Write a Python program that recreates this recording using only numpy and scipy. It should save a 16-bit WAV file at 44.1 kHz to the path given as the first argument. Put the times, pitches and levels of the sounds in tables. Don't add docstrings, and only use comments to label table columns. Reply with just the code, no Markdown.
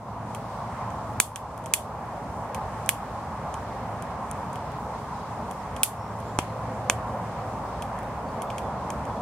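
import sys
import numpy as np
from scipy import signal
from scipy.fft import rfft, irfft, next_fast_len
from scipy.io import wavfile
from scipy.ndimage import uniform_filter1d

SR = 44100
rng = np.random.default_rng(int(sys.argv[2]) if len(sys.argv) > 2 else 0)


def wav_record(signal):
    frames = np.transpose(np.atleast_2d(signal))
    bounded = np.clip(frames, -1, 1)
    quanta = np.round(bounded * 32767).astype(np.int16)
    wavfile.write(sys.argv[1], SR, quanta)


def field_ratio(decibels):
    return 10 ** (np.asarray(decibels, dtype=float) / 20)


N = 406161
TIME = np.arange(N) / SR
TOP_HZ = 15850


def unit(x):
    return x / np.sqrt(np.mean(x ** 2))


def peak(x, db):
    return field_ratio(db) * x / np.abs(x).max()


def shape(table, hz):
    f, db = np.transpose(table)
    return field_ratio(np.interp(np.log(hz + 1), np.log(f), db))


def ring(x, hz, width_hz):
    return signal.lfilter(*signal.iirpeak(hz, hz / width_hz, fs=SR), x)


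def walk(rate):
    k = int(SR / rate)
    steps = np.repeat(rng.standard_normal(N // k + 1), k)
    return uniform_filter1d(uniform_filter1d(steps, k), k)[:N]


def add(out, s, x):
    i = int(s * SR)
    out[..., i:i + x.shape[-1]] += x[..., :out.shape[-1] - i]


def ports(x, pan_db):
    lag_s = .000034
    size = next_fast_len(len(x) + 16)
    hz = np.fft.rfftfreq(size, 1 / SR)
    late = irfft(rfft(x, size) * np.exp(-2j * np.pi * hz * lag_s), size)
    return np.array([x * field_ratio(pan_db / 2), late[:len(x)] * field_ratio(-pan_db / 2)])


# frequency in Hz, gain in dB.
YARD_COLOUR = [(2060, -38), (3500, 1.5), (5550, -6), (6650, -3), (8060, -1), (9780, 0.5), (13300, -4.5),
               (15500, -11)]


def pop(crack_db, crack_hz, log_db, tail_db):
    t = np.arange(next_fast_len(SR // 3)) / SR
    log_hz = 2850 * (crack_hz / 8950) ** 0.28
    snap = (t == 0) + .12 * rng.standard_normal(len(t)) * np.exp(-t / .0004)
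    crack = ring(ring(snap, crack_hz, 4200.), crack_hz, 6000.)
    bark = ring(ring(snap, 7100.0, 1200.0), 5800.0, 2800.0)
    crack = peak(crack + 0.43 * bark, crack_db + 5.5)
    log = peak(ring(ring(snap, log_hz, 1670.0), log_hz, 1900.0), log_db + 1.0)
    out = ports(crack, -3.3)
    add(out, .0004, ports(log, -3.5))
    bounce = field_ratio(-18.) * out[:, :SR // 100]
    bounce = bounce + field_ratio(-8.) * ports(np.roll(log, 18)[:SR // 100], -2.5)
    add(out, .00123, bounce)
    hiss = rng.standard_normal((2, 2, len(t)))
    hz = np.fft.rfftfreq(len(t), 1 / SR) * (8800 / crack_hz) ** 0.51
    high = unit(irfft(rfft(hiss[0]) * shape(YARD_COLOUR, hz), len(t)))
    low = unit(ring(hiss[1], log_hz, 1860.0))
    high_decay = field_ratio(-29.0) * np.exp(-t / .005) + field_ratio(-27.5) * np.exp(-t / 0.028)
    low_decay = field_ratio(-13.5) * np.exp(-t / 0.0041) + field_ratio(-28.0) * np.exp(-t / 0.034)
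    tail = field_ratio(crack_db) * high * high_decay + field_ratio(log_db) * low * low_decay
    onset = np.minimum(t / .001, 1)
    return out + field_ratio(tail_db) * onset * tail


# start in seconds, crack level in dB, crack
# frequency in Hz, log ring level in dB, scattered tail level in dB.
BURSTS = [(1.2009, 5.5, 8600, -9, 4), (1.3594, -13.5, 8800, -17.5, 1.5), (1.7375, 2.5, 8450, -7, 3.5),
          (2.8911, -1.5, 9400, -6.5, 1), (3.5416, -27, 8400, -30.5, 0), (4.024, -28.5, 8800, -37, -2),
          (4.3132, -21.5, 9200, -36, -26), (5.8331, 7.5, 9550, -6, 0), (6.388, -12.5, 7840, -19, -11),
          (6.3882, -21.5, 7000, -18, 9), (6.8985, -3.5, 7240, -4.5, -5), (8.904, -21, 7700, -28.5, -1.5)]
# start in seconds, crack level in dB,
# crack frequency in Hz, log ring level in dB.
SMALL_TICKS = [(0.3485, -25, 8950, -27.5), (0.9046, -39, 6910, -39), (1.738, -4.5, 7340, -22),
               (1.5776, -30, 10140, -41), (1.6402, -35, 9630, -43), (1.6599, -23, 8100, -29.5),
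               (2.5467, -23, 9400, -25), (2.8617, -29, 7800, -46), (4.5317, -33, 8940, -50),
               (4.5571, -33, 8500, -33.5), (4.7194, -43, 8880, -47), (5.5118, -28, 9550, -35.5),
               (5.7647, -29.5, 8380, -29), (5.8759, -30, 9090, -48), (6.1894, -42, 9360, -49),
               (6.2031, -36, 8990, -41), (7.8228, -27.5, 9800, -27), (7.989, -35.5, 8490, -38),
               (8.0308, -44, 9730, -40), (8.4201, -25.5, 10100, -29.5), (8.5022, -50, 8300, -26.5),
               (8.5825, -26, 8800, -25.5), (9.0534, -36, 6800, -43)]


def fire():
    out = np.zeros((2, N))
    tick_tail_db = 3.5
    for s, *settings in BURSTS + [(*tick, tick_tail_db) for tick in SMALL_TICKS]:
        add(out, s, pop(*settings))
    return out


# start in seconds, level in dB, frequency in Hz.
LOG_KNOCKS = [
    (1.2, -7, 1300),
    (1.74, -18, 3500),
    (2.89, -11, 1730),
    (5.83, -17, 2150),
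    (1.2, -31, 3450),
    (6.389, -4, 880),
    (6.389, -14, 320),
    (6.9, -5, 1160),
    (6.9, -9, 3600),
]


def knocks():
    out = np.zeros((2, N))
    t, starts = np.arange(SR // 30) / SR, np.array(BURSTS)[:, 0]
    for s, db, hz in LOG_KNOCKS:
        t60_s = 0.0053 * (hz / 1000) ** -1.04
        knock = -field_ratio(db) * np.sin(2 * np.pi * hz * t) * 1000 ** (-t / t60_s)
        burst_s = starts[np.abs(starts - s).argmin()]
        add(out, burst_s + 0.00029, ports(knock, -0.91))
    return out


# burst start in seconds, echo level in dB.
BRIGHT_ECHOES = [
    (1.7375, -16),
    (2.8909, -22),
    (5.8331, -14),
]


def wall():
    delay_s, spread_s, bright_hz = 0.0062, .0018, 11300.
    out, t = np.zeros((2, N)), np.arange(SR // 50) / SR
    for s, db in BRIGHT_ECHOES:
        bright = rng.standard_normal((2, len(t)))
        bright = ring(ring(bright, bright_hz, 3800.), bright_hz, 3800.)
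        add(out, s, field_ratio(db) * np.exp(-((t - delay_s) / spread_s) ** 2) * unit(bright))
    return out


def housing(x):
    x = x - 0.8 * ring(x, 3900.0, 900.0)
    x = x - 0.37 * ring(x, 4940.0, 1830.0)
    return signal.sosfilt(signal.butter(4, 13600., fs=SR, output="sos"), x)


def motor(load_db):
    level = field_ratio(-45.5 + load_db + 1.04 * walk(7.0))
    hz = 111. + 1.12 * walk(4.0)
    return np.sqrt(2) * level * np.sin(2 * np.pi * np.cumsum(hz) / SR)


# time in seconds, heavy vehicle drawing near in dB, motor load in dB.
TRAFFIC = [(0, -2, 5), (1.3, -2.5, 3.5), (2.1, 0, -4.5), (2.8, -2, 4.5), (3.5, -1.5, -7), (4.2, -2.5, 0),
           (5.5, -2.5, -5), (6.1, -2.5, 5), (6.7, 0, 4), (7.2, 1.5, 4.5), (7.9, -1, -3.5), (8.6, 1.5, -10),
           (9.21, 2, 0.5)]
# frequency in Hz, density in dB per Hz.
ROAR_SPECTRUM = [(22, -49), (42, -15.5), (60, 0), (110, -0.5), (224, -2), (342, -12.5), (550, -4.5),
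                 (800, -3), (1050, -5), (1460, -18.5), (2720, -32), (3950, -34), (8570, -37.5),
                 (15600, -50)]
# frequency in Hz, gain in dB.
STEREO_WIDTH = [(30, -30), (200, -19.5), (600, -17.5), (1200, -11), (2500, -2), (5000, 1.5), (16000, -1)]


def road():
    s, *columns = np.transpose(TRAFFIC)
    heavy, load = (np.interp(TIME, s, c) for c in columns)
    rumble, tyres, hiss = -0.47 + 0.3 * heavy, 1.68 + 0.12 * heavy, -3
    size = next_fast_len(N)
    hz = np.fft.rfftfreq(size, 1 / SR)
    mid, side = rfft(rng.standard_normal((2, size))) * shape(ROAR_SPECTRUM, hz) * (hz < TOP_HZ)
    side = side * shape(STEREO_WIDTH, hz)
    pair = np.array([mid + side, mid - side])
    octave, out = np.log2(hz + 1), 0
    for centre in np.arange(4, 15):
        band = np.cos(np.pi / 2 * np.clip(octave - centre, -1, 1)) ** 2
        if centre < 8.5:
            swell = rumble
        elif centre < 9.5:
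            swell = heavy
        elif centre < 11.5:
            swell = tyres
        else:
            swell = hiss
        flicker = 0.56 * walk(2.473) + 1.42 * walk(14.0)
        out = out + field_ratio(swell + flicker) * irfft(pair * band, size)[:, :N]
    roar = field_ratio(-32.5) * unit(out) * field_ratio(np.array([[-.2], [.2]]))
    return roar + motor(load)


def tone(t0, t1, hz0, hz1, db, wobble, flutter):
    u = np.linspace(0, 1, int((t1 - t0) * SR))
    i = rng.integers(N // 2)
    hz = (hz0 + (hz1 - hz0) * u) * (1 + wobble[i:i + len(u)])
    swell = np.minimum(8 * u, 1) * np.sqrt(1 - u ** 2)
    return field_ratio(db + flutter[i:i + len(u)]) * swell * np.sin(2 * np.pi * np.cumsum(hz) / SR)


# start in seconds, end in seconds, first and last frequency in Hz, level in dB.
BIRD_CALLS = [(.5, .57, 8600, 8450, -65), (5.14, 5.17, 5400, 4800, -67), (5.3, 5.39, 7800, 6900, -70),
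              (5.59, 5.635, 5700, 4400, -63), (5.97, 6.15, 5640, 5520, -64), (5.97, 6.11, 5350, 5200, -68),
              (6.242, 6.336, 7350, 7260, -67), (6.348, 6.37, 7440, 7460, -63),
              (6.29, 6.35, 3200, 3700, -67), (6.443, 6.53, 4140, 4100, -61), (8.25, 8.33, 4550, 4560, -66),
              (8.03, 8.1, 3700, 3650, -66), (8.46, 8.543, 3500, 3400, -61), (8.63, 8.724, 3530, 3240, -65),
              (9.07, 9.12, 3500, 3400, -64), (9.163, 9.21, 3400, 3370, -66)]


def birds():
    calls = np.zeros(N)
    for row in BIRD_CALLS:
        add(calls, row[0], tone(*row, .007 * walk(400.0), 3.0 * walk(90.0)))
    t = np.arange(SR // 5) / SR
    trees = rng.standard_normal(len(t)) * np.exp(-t / .035)
    blurred = signal.fftconvolve(calls, trees / np.linalg.norm(trees))[:N]
    return np.sqrt(2) * (calls + field_ratio(-5.) * blurred)


# start in seconds, end in seconds, frequency in Hz, level in dB.
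GEAR_WHINES = [
    (4.394, 6.8, 426.3, -52),
    (6.4, 7.51, 520.4, -44.5),
]


def gears():
    out = np.zeros(N)
    for t0, t1, hz, db in GEAR_WHINES:
        add(out, t0, tone(t0, t1, hz, hz, db, 0.0088 * walk(30.0), 3.5 * walk(15.0)))
    return np.sqrt(2) * out


def scene():
    front = fire() + knocks() + wall()
    return housing(front) + road() + birds() + gears()


# start in seconds, drop in dB, recovery time in seconds.
GAIN_DROPS = [
    (0, -7, 0.29),
    (1.204, -7.5, 0.56),
    (1.742, -3.5, 0.19),
    (2.892, -3, 0.08),
    (5.834, -5.5, 0.2),
]


def gain_control(x):
    gain_db = np.zeros(N)
    for s, db, back_s in GAIN_DROPS:
        gain_db += db * (TIME >= s) * np.exp(-np.maximum(TIME - s, 0) / back_s)
    return x * field_ratio(uniform_filter1d(gain_db, size=90))


def top_cut(x):
    return signal.sosfilt(signal.butter(12, 16570, fs=SR, output="sos"), x)


def record(dry):
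    clipped = np.clip(gain_control(dry), -1, 1)
    low_pass = signal.ellip(6, .1, 25, TOP_HZ + 200, fs=SR, output="sos")
    mix = signal.sosfiltfilt(low_pass, clipped)
    return top_cut(mix)


dry = scene()
out = record(dry)
wav_record(out)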